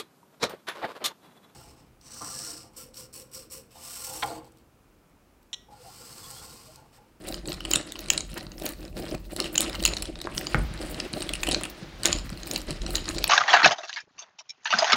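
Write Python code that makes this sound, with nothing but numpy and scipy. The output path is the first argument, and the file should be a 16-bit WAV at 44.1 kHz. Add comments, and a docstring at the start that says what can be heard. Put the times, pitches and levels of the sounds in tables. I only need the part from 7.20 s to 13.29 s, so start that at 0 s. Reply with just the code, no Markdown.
"""A small wooden automaton clicks and rubs as a hand cranks it on a table, close to one microphone.
Gear teeth, cam followers, levers and wire links click: short bursts of force ring the modes of each part.
Between clicks they rub in tiny slips, which shake the base board and the table top; links and wires rustle.
The board bumps softly, twice it knocks down on the table as fading tones, and thin steel rods sing on.
A workshop room answers, over a steady low rumble with faint hiss and a dull wash made of filtered noise."""
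import sys
import numpy as np
from scipy import signal
from scipy.fft import rfft, irfft, next_fast_len
from scipy.io import wavfile
from scipy.ndimage import uniform_filter1d, map_coordinates

SR = 44100
rng = np.random.default_rng(int(sys.argv[2]) if len(sys.argv) > 2 else 0)


def wav_record(signal):
    """Record a signal, one row per channel, as 16-bit PCM in the file named by sys.argv[1]."""
    frames = np.transpose(np.atleast_2d(signal))
    bounded = np.clip(frames, -1, 1)
    # unit amplitude maps onto the largest positive 16-bit level
    quanta = np.round(bounded * 32767).astype(np.int16)
    wavfile.write(sys.argv[1], SR, quanta)


N = 268657  # length in samples


def amp(db):
    """Turn dB into a plain factor."""
    return 10 ** (np.asarray(db) / 20)


def unit(x):
    """Scale a sound to an rms of 1."""
    return x / np.sqrt(np.mean(x ** 2) + 1e-20)


def along(points, hz):
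    """Read a curve of (Hz, value) points on a log frequency axis."""
    f, value = np.transpose(points)
    return np.interp(np.log(hz + 1), np.log(f + 1), value)


def over_time(points):
    """Read a curve of (seconds, value) points at every sample."""
    return np.interp(np.arange(N) / SR, *np.transpose(points))


def wobble(rate):
    """Draw a smooth random curve with this many knots a second."""
    knots = rng.standard_normal(int(N * rate / SR) + 4)
    return map_coordinates(knots, [np.arange(N) * rate / SR])


def filtered(x, response):
    """Multiply the spectrum of x by a response of frequency."""
    size = next_fast_len(N + SR // 2)
    spectrum = rfft(x, size) * response(np.fft.rfftfreq(size, 1 / SR))
    return irfft(spectrum, size)[..., :N]


def modes(rows, f):
    """Give one causal resonance per row (centre Hz, width Hz, dB), with alternating signs."""
    return np.array([(-1) ** k * amp(db) * 1j * f * width / (centre * centre - f * f + 1j * f * width)
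                     for k, (centre, width, db) in enumerate(rows)])


def span(rows, f):
    """A part radiates little far below or above its modes."""
    low, high = 0.83 * rows[0][0], 1.172 * rows[-1][0]
    return modes([(np.sqrt(low * high), high - low, 0)], f)[0] ** 2


def body(rows, f, struck):
    """The ring of a part whose modes are struck with the given strengths."""
    return span(rows, f) * (struck @ modes(rows, f))


def rubbed(rows, per_second, spread_db, smooth, damping=1):
    """Tiny unequal slips over an even scrape ring a part; lasting contact damps and widens its modes; rms 1."""
    size_db = spread_db * np.minimum(rng.exponential(size=N), 4)
    slips = (rng.random(N) < per_second / SR) * amp(size_db) * rng.standard_normal(N)
    damped = np.array(rows) * [1, damping, 1]
    colour = lambda f: span(rows, f) * np.linalg.norm(modes(damped, f), axis=0)
    return unit(filtered(unit(slips) + smooth * rng.standard_normal(N), colour))


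# The clearest contacts. Each row: time of the peak in seconds, wood level in dB, strongest wood ring in Hz,
# steel level in dB, strongest steel ring in Hz, wires level in dB. Levels are before sharing and scatter.
CONTACTS = [(0.0726, -41, 4290, -38, 9910, -38), (0.084, -35, 3790, -33, 9390, -45),
            (0.088, -34, 4050, -26, 8000, -32), (0.1137, -42, 3600, -41, 7900, -29),
            (0.1249, -28, 4170, -45, 8250, -53), (0.144, -24.5, 4970, -32, 6250, -47),
            (0.257, -35, 4220, -44, 7620, -62), (0.276, -44, 4330, -25.5, 7900, -42),
            (0.2858, -25.5, 4200, -43, 6870, -57), (0.2934, -37, 4120, -40, 10550, -39),
            (0.321, -24, 4100, -36.5, 6760, -47), (0.3306, -31.5, 3770, -32.5, 8350, -46),
            (0.407, -28, 3000, -43, 9320, -42), (0.452, -21.5, 2730, -30, 7960, -44),
            (0.4562, -26.5, 2840, -34, 7880, -44), (0.5087, -41, 2390, -39, 9500, -22),
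            (0.513, -20, 5000, -24, 9000, -39), (0.5155, -24, 5060, -16, 6600, -46),
            (0.5363, -12.5, 2740, -8.5, 7060, -20), (0.5436, -22, 5080, -35, 6930, -37),
            (0.555, -24, 5920, -25, 6070, -47), (0.5585, -12, 5170, -10.5, 8600, -32.5),
            (0.5715, -39, 1230, -28, 8510, -45), (0.613, -40, 5190, -39, 7690, -63),
            (0.7219, -27.5, 3750, -26.5, 8440, -30.5), (0.757, -31.5, 3060, -47, 8380, -52),
            (0.7624, -35, 4610, -50, 8100, -54), (0.7921, -27.5, 4110, -36, 6570, -27.5),
            (0.807, -46, 4240, -41, 9800, -32), (0.8605, -35, 4440, -37, 8290, -50),
            (0.8854, -28.5, 4220, -32, 8570, -51), (0.903, -10.5, 3085, -9.5, 7300, -19),
            (0.935, -25.5, 3960, -26.5, 8200, -28), (0.9783, -16, 5040, -16.5, 7580, -38),
            (1.007, -25, 4020, -21, 6500, -50), (1.1169, -43, 4110, -43, 8400, -63),
            (1.132, -38.5, 4100, -52, 7820, -60), (1.142, -39.5, 2500, -38, 9320, -30),
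            (1.177, -32, 3850, -37, 6870, -46), (1.18, -34, 1330, -32, 9300, -34),
            (1.2097, -30.5, 4260, -49, 7690, -64), (1.2293, -41, 2700, -40, 8700, -55),
            (1.2677, -32.5, 4130, -55, 8330, -71), (1.319, -38.5, 4110, -40, 6220, -65),
            (1.3814, -37.5, 5120, -51, 6100, -44), (1.399, -36, 4440, -38, 9410, -35),
            (1.422, -33, 4070, -41, 6070, -38), (1.4365, -45, 4030, -38, 9800, -32),
            (1.456, -30, 2350, -39, 9750, -21), (1.46, -35, 4220, -29, 9930, -23),
            (1.4642, -20.5, 4230, -23.5, 6500, -26), (1.491, -29, 4770, -32, 9350, -24.5),
            (1.522, -42, 4180, -40, 9020, -42), (1.536, -38, 4310, -52, 8310, -47),
            (1.7905, -37, 3940, -53, 6630, -52), (1.824, -36.5, 3570, -51, 9390, -51),
            (1.8542, -35.5, 4050, -41, 8250, -50), (1.9129, -33, 5200, -58, 7580, -63),
            (1.9455, -36, 1290, -52, 6780, -57), (1.95, -34.5, 2500, -38, 8180, -39),
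            (2.121, -45, 4160, -43, 7770, -40), (2.1646, -25.5, 3740, -24, 10290, -31),
            (2.2024, -14.5, 4560, -21, 8130, -25), (2.2442, -22.5, 3120, -34, 8200, -38),
            (2.259, -25, 2800, -49, 8140, -51), (2.2652, -29, 2940, -49, 7820, -60),
            (2.345, -37, 1490, -38.5, 9350, -29), (2.3548, -25.5, 3100, -41, 7060, -51),
            (2.358, -20, 3900, -21, 6720, -46), (2.38, -13.5, 3200, -9.5, 7250, -20),
            (2.407, -16.5, 3750, -13, 8400, -12.5), (2.4173, -32, 3680, -14, 8600, -32),
            (2.4292, -47, 3380, -20, 8440, -42), (2.4975, -25, 3850, -31, 8360, -32),
            (2.5308, -26, 4870, -42, 7920, -43), (2.5519, -24, 4130, -39, 6980, -33.5),
            (2.5569, -25.5, 3090, -36, 8180, -49), (2.6047, -26, 2870, -52, 6040, -56),
            (2.627, -27, 4400, -24, 8250, -33), (2.6392, -21.5, 3950, -25, 8250, -33),
            (2.653, -10, 2920, -5.5, 7490, -16), (2.659, -20, 3830, -28, 6850, -41),
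            (2.662, -13.5, 4200, -17, 9150, -36), (2.678, -22, 2650, -20, 7140, -27),
            (2.737, -21, 3980, -31, 6570, -58), (2.7697, -23, 4000, -28, 6780, -55),
            (2.8234, -22.5, 5200, -23, 10300, -28), (2.828, -32, 2950, -25.5, 8350, -33),
            (2.8558, -30, 3800, -35, 8810, -51), (2.957, -33, 4040, -54, 6910, -63),
            (2.99, -36, 3960, -41, 7840, -61), (3.0033, -31.5, 4220, -48, 8530, -66),
            (3.016, -26, 5380, -30, 8000, -35.5), (3.0427, -33.5, 4110, -51, 6740, -64),
            (3.15, -33.5, 2800, -36, 9990, -34), (3.1746, -34, 4890, -30, 6700, -42),
            (3.1799, -13.5, 5190, -23, 7670, -33), (3.213, -31.5, 1720, -45, 9860, -30),
            (3.27, -19, 4950, -27, 6700, -42), (3.356, -31, 1340, -45, 7430, -58),
            (3.5393, -47, 4310, -35, 8630, -57), (3.6151, -48, 3880, -36, 8530, -47),
            (3.6275, -32, 4200, -44, 8740, -52), (3.671, -39.5, 2690, -37.5, 8970, -54),
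            (3.7458, -28.5, 4030, -38, 8310, -43), (3.802, -18, 4930, -29, 8160, -52),
            (3.932, -32, 4310, -26, 9060, -49), (3.937, -21.5, 4330, -47, 7210, -58),
            (3.9712, -32, 4240, -54, 7620, -62), (4.007, -29, 3930, -42, 9470, -36),
            (4.022, -24, 4250, -40, 9240, -52), (4.026, -31, 2390, -25, 8460, -47),
            (4.092, -19, 2970, -27, 8440, -35), (4.1375, -20.5, 2730, -21, 9350, -35),
            (4.154, -25.5, 2650, -27, 9990, -48), (4.2334, -14.5, 2675, -26, 7320, -45),
            (4.2368, -24, 2520, -26, 7100, -53), (4.27, -22, 2280, -26, 7750, -32),
            (4.2742, -21, 2890, -29, 8510, -47), (4.2897, -20, 2750, -21, 8300, -29),
            (4.3131, -19, 4590, -18, 7940, -42), (4.3178, -19, 3750, -30, 8290, -46),
            (4.3225, -18.5, 4310, -22, 7860, -40), (4.33, -26, 4160, -25, 6740, -52),
            (4.34, -29, 3940, -30.5, 7620, -47), (4.3466, -11, 3900, -23, 7080, -49),
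            (4.412, -34, 1300, -34, 9240, -39), (4.4354, -26.5, 2630, -20.5, 9200, -32),
            (4.441, -25, 2840, -39, 8120, -46), (4.454, -26, 2760, -30.5, 9880, -42),
            (4.4997, -36, 4330, -49, 6980, -32.5), (4.8341, -22, 4260, -23.5, 8500, -36),
            (4.8522, -22, 2570, -29, 9000, -43), (4.857, -7.5, 4800, -6, 7300, -18),
            (4.864, -18, 5750, -35, 7730, -35), (4.8757, -24, 4220, -27, 6800, -33),
            (4.8857, -24, 2650, -31, 6910, -46), (4.923, -32, 4950, -36, 6680, -60),
            (4.9291, -11, 5030, -13, 6760, -37), (4.9518, -32, 4330, -38, 7040, -61),
            (4.9628, -27, 4160, -32, 7080, -57), (4.987, -27, 5430, -34, 7130, -49),
            (5.094, -33.5, 5300, -54, 6880, -54), (5.1027, -40.5, 1255, -34, 8750, -42),
            (5.1296, -35, 4130, -52, 7350, -61), (5.2334, -30.5, 4030, -32.5, 6240, -62),
            (5.2712, -32, 4600, -37, 8720, -32), (5.2756, -36, 2260, -31, 10080, -30),
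            (5.3138, -21, 4310, -22, 6980, -27), (5.3364, -32, 4260, -26, 9990, -30.5),
            (5.361, -15.5, 4180, -25, 7190, -32), (5.3786, -31, 5710, -35, 10190, -28),
            (5.417, -33, 3770, -34, 8230, -42), (5.5077, -26.5, 5760, -25.5, 8520, -39),
            (5.512, -32, 4300, -47, 9020, -48), (5.5145, -30, 4440, -44, 8040, -58),
            (5.619, -31, 3570, -38, 6800, -52), (5.6653, -23, 4280, -32, 7580, -58),
            (5.7065, -29.5, 4180, -35.5, 9990, -34), (5.75, -27.5, 4330, -33, 7950, -40),
            (5.755, -14, 4200, -16.5, 7150, -43), (5.761, -40, 4500, -31, 10420, -25),
            (5.767, -26, 3920, -28, 6960, -41), (5.7717, -26, 4350, -32.5, 6070, -46),
            (5.8565, -31, 4900, -40, 6960, -63), (5.8815, -28, 4370, -36, 9040, -50),
            (5.8902, -21.5, 4350, -22, 6980, -51), (5.919, -40, 4290, -43, 7840, -58),
            (5.965, -31, 3760, -46, 8270, -46), (5.9846, -21.5, 4000, -30, 6980, -55),
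            (5.988, -30, 4330, -30.5, 7900, -38), (6.0419, -8, 5350, -30, 7300, -16.5),
            (6.073, -25, 3010, -50, 10720, -47), (6.0784, -23.5, 2560, -19.5, 10000, -37)]
# The rings of board, levers, cams, pin, links and wires, one list for each part.
# Each row: frequency in Hz, width in Hz before damping, relative level in dB.
PART_MODES = [
    [(797, 610, 0.5), (1353, 200, 3), (1959, 280, 7.5)],
    [(2233, 410, -4), (2586, 450, 1.5), (2858, 450, 3), (3218, 360, -1.5)],
    [(3775, 450, -2.5), (4126, 450, 0), (5036, 230, -3), (5510, 550, -8)],
    [(6570, 600, -7), (7130, 320, -1.5)],
    [(7797, 350, 2), (8605, 420, 1.5), (9150, 660, -0.5), (10150, 810, -2)],
    [(11400, 990, -6), (12870, 830, -28), (13130, 1700, 2), (14230, 450, 2.5), (15740, 880, 6)],
]
# The frequencies in Hz that divide board, levers, cams, pin and links.
PART_BORDERS_HZ = [2150, 3500, 6000, 7500]
# How a blow on wood is shared. 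One row for each struck part, board, lever or cam;
# the columns are the dB that board, levers and cams each get.
WOOD_SHARES_DB = [(4, -0.5, -7.5), (-5.5, 1, -6.5), (-8, -7, 1.5)]
# The same for steel: one row for each struck part, pin or link; the columns are the dB for pin and links.
STEEL_SHARES_DB = [(1, -10.5), (-11, 0.5)]
# How many times wider the touching parts make each other's modes (a factor): board, levers, cams, pin, links, wires.
TOUCH_DAMPING = [1.1, 1.3, 1.5, 1.01, 1.2, 1.01]
CONTACT_MS, CONTACT_SCATTER = 1.6, 0.2365  # typical contact length, and its random spread (log scale)
SHARE_SCATTER_DB = 1
BOARD_LAGS, USUAL_DB = 0.27, -26.5  # the board loses this many dB per dB of blow over the usual


def clicks():
    """Each contact is a short rattle of force; the struck parts hand the blow on to their neighbours."""
    s, wood, wood_hz, steel, steel_hz, wires = np.vstack([CONTACTS, ticks()]).T
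    count, size = len(s), 1024
    t, f = np.arange(size) / SR, np.fft.rfftfreq(size, 1 / SR)

    # noise that swells and fades within the contact
    length_s = CONTACT_MS / 1000 * np.exp(CONTACT_SCATTER * rng.standard_normal((count, 1)))
    u = 3.2 * t / np.clip(length_s, 3e-4, 0.005)
    force = rfft(u ** 1.6 * np.exp(-u) * rng.standard_normal((count, size)))

    struck_wood = np.searchsorted(PART_BORDERS_HZ[:2], wood_hz)
    wooden = wood[:, None] + np.array(WOOD_SHARES_DB)[struck_wood]
    wooden -= BOARD_LAGS * np.outer(wood - USUAL_DB, [1, 0, 0])
    struck_steel = np.searchsorted(PART_BORDERS_HZ[-1:], steel_hz)
    steely = steel[:, None] + np.array(STEEL_SHARES_DB)[struck_steel]
    levels = np.c_[wooden, steely, wires]
    levels = levels + SHARE_SCATTER_DB * rng.standard_normal((count, len(PART_MODES)))

    sound = np.zeros((count, size))
    for part, damping, db in zip(PART_MODES, TOUCH_DAMPING, levels.T):
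        # each blow lands at another spot and favours the modes next to its strongest rings
        mode_hz = np.array(part)[:, 0]
        near = sum(np.exp(-(np.log(mode_hz / hz[:, None]) / 0.076) ** 2) for hz in (wood_hz, steel_hz))
        struck = amp(2.5 * rng.standard_normal((count, len(part))) + 6.3 * near)
        ring = irfft(force * body(np.array(part) * [1, damping, 1], f, struck), size)
        sound += amp(db)[:, None] * ring / np.abs(ring).max(axis=1, keepdims=True)

    # put the loudest millisecond of each click at its listed time
    peak = uniform_filter1d(sound ** 2, size=44).argmax(axis=1)
    where = (np.round(s * SR).astype(int) - peak)[:, None] + np.arange(size)
    return np.bincount(np.maximum(where, 0).ravel(), sound.ravel(), N + size)[:N]


TICKS_PER_S = 10
TICK_DB, TICK_SCATTER_DB = 9, 2  # wood level over the gears' scrape, and its spread
TICK_STEEL_DB, TICK_WIRES_DB = -8.5, -14  # relative to the tick's wood level


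def ticks():
    """Small chance contacts, laid out like CONTACTS, grow and shrink with the gears' scrape."""
    count = int(N / SR * 40)
    draw, known = rng.random((count, 3)), np.array(CONTACTS)
    s = 0.02 + draw[:, 0] * (N / SR - 0.05)
    scrape_db = np.interp(s, *np.transpose(CRANK_RUB)[::2])
    wood = scrape_db + TICK_DB + TICK_SCATTER_DB * rng.standard_normal(count)
    spot = known[(draw[:, 1] * len(known)).astype(int)]  # borrow the rings of a listed contact
    rows = np.c_[s, wood, spot[:, 2], wood + TICK_STEEL_DB, spot[:, 4], wood + TICK_WIRES_DB]
    return rows[draw[:, 2] < TICKS_PER_S * N / SR / count]


# Rubbing under the crank, before the random jolts.
# Each row: time in seconds, shaking of the board in dB, scrape of the gears in dB.
CRANK_RUB = [(0, -49, -53), (.1, -38, -42.5), (.22, -53.5, -60), (.29, -34.5, -40.5), (.39, -51.5, -47),
             (.46, -44.5, -47), (.52, -44.5, -38), (.56, -36, -40), (.66, -49.5, -50.5), (.98, -42, -41.5),
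             (1.08, -58.5, -55.5), (1.15, -43, -46), (1.37, -56.5, -67), (1.46, -31.5, -32.5),
             (1.56, -54, -62.5), (1.66, -40.5, -43.5), (1.71, -59, -64), (1.8, -32, -43.5),
             (1.9, -45.5, -49), (1.95, -35, -47.5), (2.03, -59.5, -63.5), (2.19, -36, -39),
             (2.31, -45, -46.5), (2.41, -35, -33), (2.58, -44.5, -49), (2.68, -37.5, -39.5),
             (2.78, -42, -41), (2.98, -47, -55.5), (3.07, -43.5, -44), (3.14, -46, -44),
             (3.19, -35.5, -44.5), (3.335, -49, -44), (3.36, -37, -46), (3.48, -52, -54), (3.61, -38, -44),
             (3.86, -41.5, -46.5), (3.9, -56, -63), (3.95, -34, -42.5), (4.05, -44.5, -47.5),
             (4.24, -44.5, -43.5), (4.32, -32, -35), (4.57, -53.5, -59), (4.63, -42.5, -41.5),
             (4.67, -55, -77), (4.82, -51, -52), (4.865, -30, -29), (5.02, -49, -49), (5.26, -48, -45.5),
             (5.33, -35, -37.5), (5.46, -52, -51), (5.51, -34.5, -43), (5.59, -51.5, -51), (5.63, -39, -41),
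             (5.68, -44, -45.5), (5.77, -37, -33), (5.83, -51, -51.5), (5.89, -39, -34), (6.09, -42, -55)]
# Arms and crank shake the table top. Each row: time in seconds, level in dB.
TABLE_LEAN = [(0, -47.5), (.56, -42.5), (.68, -54.5), (.9, -43), (1.61, -48), (1.93, -40), (2.17, -46.5),
              (2.53, -43), (2.59, -34), (3.07, -46), (3.14, -39), (3.26, -49), (3.335, -42), (3.355, -28.5),
              (3.46, -32), (3.53, -38), (3.81, -45), (4.36, -39), (4.56, -56), (4.82, -43), (4.94, -32.5),
              (5.31, -48), (5.5, -40.5), (5.6, -35), (6.09, -35.5)]
# The wires rub faintly. Each row: time in seconds, level in dB before the jolts.
WIRE_RUB = [(0, -64), (.25, -81), (1.3, -73), (1.7, -66), (2.6, -72.5), (2.98, -77), (3.35, -67),
            (3.9, -77), (4.2, -64), (4.75, -81), (5.1, -65), (6.09, -91)]
# How much of the gears' scrape, in dB, goes to board, levers, cams, pin and links.
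SCRAPE_SHARES_DB = [-9.5, -11.5, -9.5, -21.5, -15]
# Modes of the table top. Each row: frequency in Hz, width in Hz, relative level in dB.
TABLE_MODES = [(30, 5.3, -0.5), (44.6, 9.4, 2.5), (95.5, 21, -10)]
# Low bending of the base board. Each row: frequency in Hz, width in Hz, relative level in dB.
BOARD_LOW_MODES = [(125.5, 29, -2), (144.4, 39, -3), (194, 126, 6)]
# Higher modes of the base board. Each row: frequency in Hz, width in Hz, relative level in dB.
BOARD_HIGH_MODES = [(238, 110, -5), (305.5, 13.7, 3.5), (339.5, 20, 4), (434, 36, -14), (535, 51, -7),
                    (610.4, 49, -3.5), (755, 28, -6)]
BENDING_DB = -48  # middle level of the low bending
BENDING_FOLLOWS, BENDING_LEANS = 0.38, 0.33  # dB per dB of shaking, and of leaning


def crank():
    """Teeth and cams scrape in uneven slips, each part in its own; the jolts reach the board and the scrape."""
    s, shake, gears = np.transpose(CRANK_RUB)
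    shake_db, gears_db = [over_time(np.c_[s, level]) for level in (shake, gears)]
    lean_db = over_time(TABLE_LEAN)
    low_db = BENDING_DB + BENDING_FOLLOWS * (shake_db - shake_db.mean())
    low_db += BENDING_LEANS * (lean_db - lean_db.mean())
    jolt = wobble(35)

    table = amp(lean_db) * rubbed(TABLE_MODES, 40, 2.0, smooth=2.9)
    board = amp(low_db + 1.3 * jolt) * rubbed(BOARD_LOW_MODES, 220, 2.8, smooth=0.91)
    high_db = shake_db + 1.97 * jolt + 3.1 * wobble(90)
    board += amp(high_db) * rubbed(BOARD_HIGH_MODES, 400, 1.9, smooth=1.07)

    levels = [gears_db + share for share in SCRAPE_SHARES_DB] + [over_time(WIRE_RUB)]
    scrape = np.zeros(N)
    for db, part in zip(levels, PART_MODES):
        uneven_db = db + 4.26 * jolt + 2.3 * wobble(30) + 2.9 * wobble(90)
        scrape += amp(uneven_db) * rubbed(part, 500, 3.44, smooth=0.8, damping=2.0)
    return table + board, scrape


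# Links and wires drag over each other in short rustles.
# Each row: start in seconds, length in seconds, links level in dB, wires level in dB, both before the stutter.
RUSTLE_TIMES = [(0.063, 0.099, -56.5, -55), (0.26, 0.079, -60, -62), (.49, .05, -65, -58),
                (0.785, 0.034, -72, -60), (1.145, 0.092, -68, -68), (1.381, 0.17, -58, -58),
                (1.777, 0.091, -63.5, -60), (2.12, .08, -56, -58), (2.326, .03, -55, -46),
                (2.55, .09, -69, -58), (3.134, 0.06, -51, -52), (3.605, 0.11, -51, -66),
                (3.697, 0.033, -54, -49), (3.828, 0.031, -57, -66), (3.937, 0.098, -53, -60),
                (4.21, 0.025, -51, -49), (4.49, 0.028, -63, -54), (5.257, .13, -55, -59),
                (5.692, 0.072, -53.5, -53), (5.886, .07, -61, -61)]
RUSTLE_IN_S, RUSTLE_OUT_S = 0.004, 0.0052  # fade in, and fade out after the length


def rustles():
    """Each drag of links and wires sets in quickly, stutters and lets go."""
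    now, gain = np.arange(N) / SR, np.zeros((2, N))
    for s, length, *db in RUSTLE_TIMES:
        rise = (now - s) / RUSTLE_IN_S
        fall = (s + length - now) / RUSTLE_OUT_S + 1
        gain += np.outer(amp(db), np.clip(np.minimum(rise, fall), 0, 1))
    stutter = amp(3.5 * wobble(120))
    return stutter * sum(g * rubbed(part, 500, 3.8, smooth=0.67, damping=2.1)
                         for g, part in zip(gain, PART_MODES[-2:]))


# The board comes down on the table. Each row: start in seconds, level in dB,
# level of the low thud relative to that in dB, pitch factor of the crack.
BOARD_KNOCKS = [(3.0721, -16, -30, 0.74), (3.3456, -4.5, -6, 0.986)]
# The tones of the knocked table and board.
# Each row: frequency in Hz (before the pitch factor from 400 Hz up), relative level in dB, seconds to fade by 60 dB.
KNOCK_TONES = [(146, 1.5, 0.3), (238, -7, 0.36), (528, -7, 0.071), (870, -4.5, 0.047), (1340, -6, 0.023),
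               (1500, 10, 0.012), (1850, 0, 0.019), (2160, -1, 0.024), (3020, -36, 0.014),
               (3750, -31, 0.014)]


def knocks():
    """The board's edge meets the table: a wooden crack, then the heavy top swings up and hums on."""
    out, t = np.zeros(N + SR), np.arange(SR) / SR
    for s, db, thud_db, pitch in BOARD_KNOCKS:
        for hz, level, t60 in KNOCK_TONES:
            if hz < 400:  # the heavy top needs time to swing up
                swing = amp(thud_db) * (1 - np.exp(-t / 0.0029))
                tone_hz = hz
            else:
                swing = 1
                tone_hz = hz * pitch
            fade = amp(db - 14 + level - 60 * t / t60)
            out[round(s * SR):][:SR] += fade * swing * np.sin(2 * np.pi * tone_hz * t)
    return out[:N]


# The board rocks and bumps softly on the table. Each row: middle of the push in seconds, peak level in dB.
SOFT_BUMPS = [(0.066, -34), (0.559, -28.5), (1.13, -34), (1.264, -35), (1.437, -38), (1.753, -38),
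              (1.943, -29), (2.6, -30.5), (2.951, -46), (3.348, -24), (3.51, -31), (3.935, -26),
              (4.127, -33), (4.315, -40), (4.431, -38), (4.624, -30), (4.945, -31), (5.122, -30.5),
              (5.312, -35), (5.508, -31.5)]
BUMP_MS = 3.3  # length of the soft push


def bumps():
    """A soft push rings the board's bending modes."""
    t, out = np.arange(SR // 4) / SR, np.zeros(N + SR)
    push = np.exp(-((t - 0.01) / (BUMP_MS / 1000)) ** 2 * 8) * (t < 0.03)
    f = np.fft.rfftfreq(len(t), 1 / SR)
    for s, db in SOFT_BUMPS:
        struck = amp(2.6 * rng.standard_normal(len(BOARD_LOW_MODES)))
        ring = irfft(rfft(push) * body(BOARD_LOW_MODES, f, struck), len(t))
        out[round(s * SR):][:len(t)] += amp(db) * ring / np.abs(ring).max()
    return out[round(0.01 * SR):][:N]  # the push is centred 10 ms in


# Thin steel rods sing on after a touch.
# Each row: start in seconds, frequency in Hz, starting level in dB, seconds to fade by 60 dB.
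ROD_PINGS = [(.292, 13151, -43, .18), (1.142, 11000, -69, 0.35), (2.407, 11100, -34, 0.14),
             (3.271, 7030, -50, 0.4), (5.378, 13250, -52, .2), (5.416, 13119, -52, 0.17),
             (5.775, 13140, -56, 0.19)]


def pings():
    """Each touched rod is a single thin tone that fades."""
    out, t = np.zeros(N + SR), np.arange(SR // 2) / SR
    for s, hz, db, t60 in ROD_PINGS:
        tone = np.sin(2 * np.pi * hz * t) * (1 - np.exp(-t / 0.001))
        out[round(s * SR):][:len(t)] += amp(db - 60 * t / t60) * tone
    return out[:N]


# The room's answer. Each row: frequency in Hz, seconds to fade by 60 dB, relative level in dB.
ROOM_FADE = [(200, 0.49, 2), (1940, 0.3, -1), (7000, 0.28, -4.5), (11100, 0.05, 4), (15000, 0.13, -1)]


def room(x):
    """Each frequency of the room's answer dies at its own speed; the tail differs as the parts move."""
    out, step, walls = np.zeros(N + SR), SR // 8, np.array(ROOM_FADE)
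    for a in range(0, N, step):  # a fresh noise tail every eighth of a second
        hz, t, noise = signal.stft(rng.standard_normal(SR // 3), SR, nperseg=256)
        t60, db = along(walls[:, :2], hz)[:, None], along(walls[:, ::2], hz)[:, None]
        tail = signal.istft(noise * amp(db - 60 * t / t60), SR, nperseg=256)[1]
        wet = signal.fftconvolve(x[a:a + step], tail / np.linalg.norm(tail))
        out[a + 130:][:len(wet)] += wet  # 130 samples: about 3 ms late
    return out[:N]


# Colour of the steady rumble and hiss. Each row: frequency in Hz, relative level in dB per Hz.
HISS_COLOUR = [(35, -17), (60, 2.5), (139, -8), (244, -1.5), (1700, -37), (4420, -30), (6280, -30),
               (10500, -32), (16000, -53)]
# An even, dull wash swells in the background. Each row: time in seconds, level in dB.
WASH_LEVEL = [(0, -71), (2.1, -74), (2.9, -66.5), (3.5, -47.5), (4.7, -50), (5.2, -54), (6.09, -50.5)]
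# Colour of the wash. Each row: frequency in Hz, relative level in dB per Hz.
WASH_COLOUR = [(300, -15), (700, 1), (2000, 1), (4500, -3), (6500, -11.5), (10000, -29), (16000, -24)]


def air():
    """Filtered noise makes the steady sound of room and microphone, and the wash that swells behind it."""
    def noise(colour):
        return unit(filtered(rng.standard_normal(N), lambda hz: amp(along(colour, hz))))
    return amp(-55.0) * noise(HISS_COLOUR) + amp(over_time(WASH_LEVEL)) * noise(WASH_COLOUR)


def scene():
    """Add all sources; the room answers clicks, knocks, scrape and rustles."""
    low, scrape = crank()
    hits = clicks() + knocks()
    scrape = scrape + rustles()
    answer = amp(-11) * room(hits + scrape)
    return (hits + bumps() + pings() + answer + low + scrape + air())[None]


TOP_HZ = 15850


def record(dry):
    """The recorder keeps almost nothing above its band limit."""
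    return filtered(dry, lambda hz: 1 / (1 + (hz / TOP_HZ) ** 120))


dry = scene()
out = record(dry)
wav_record(out)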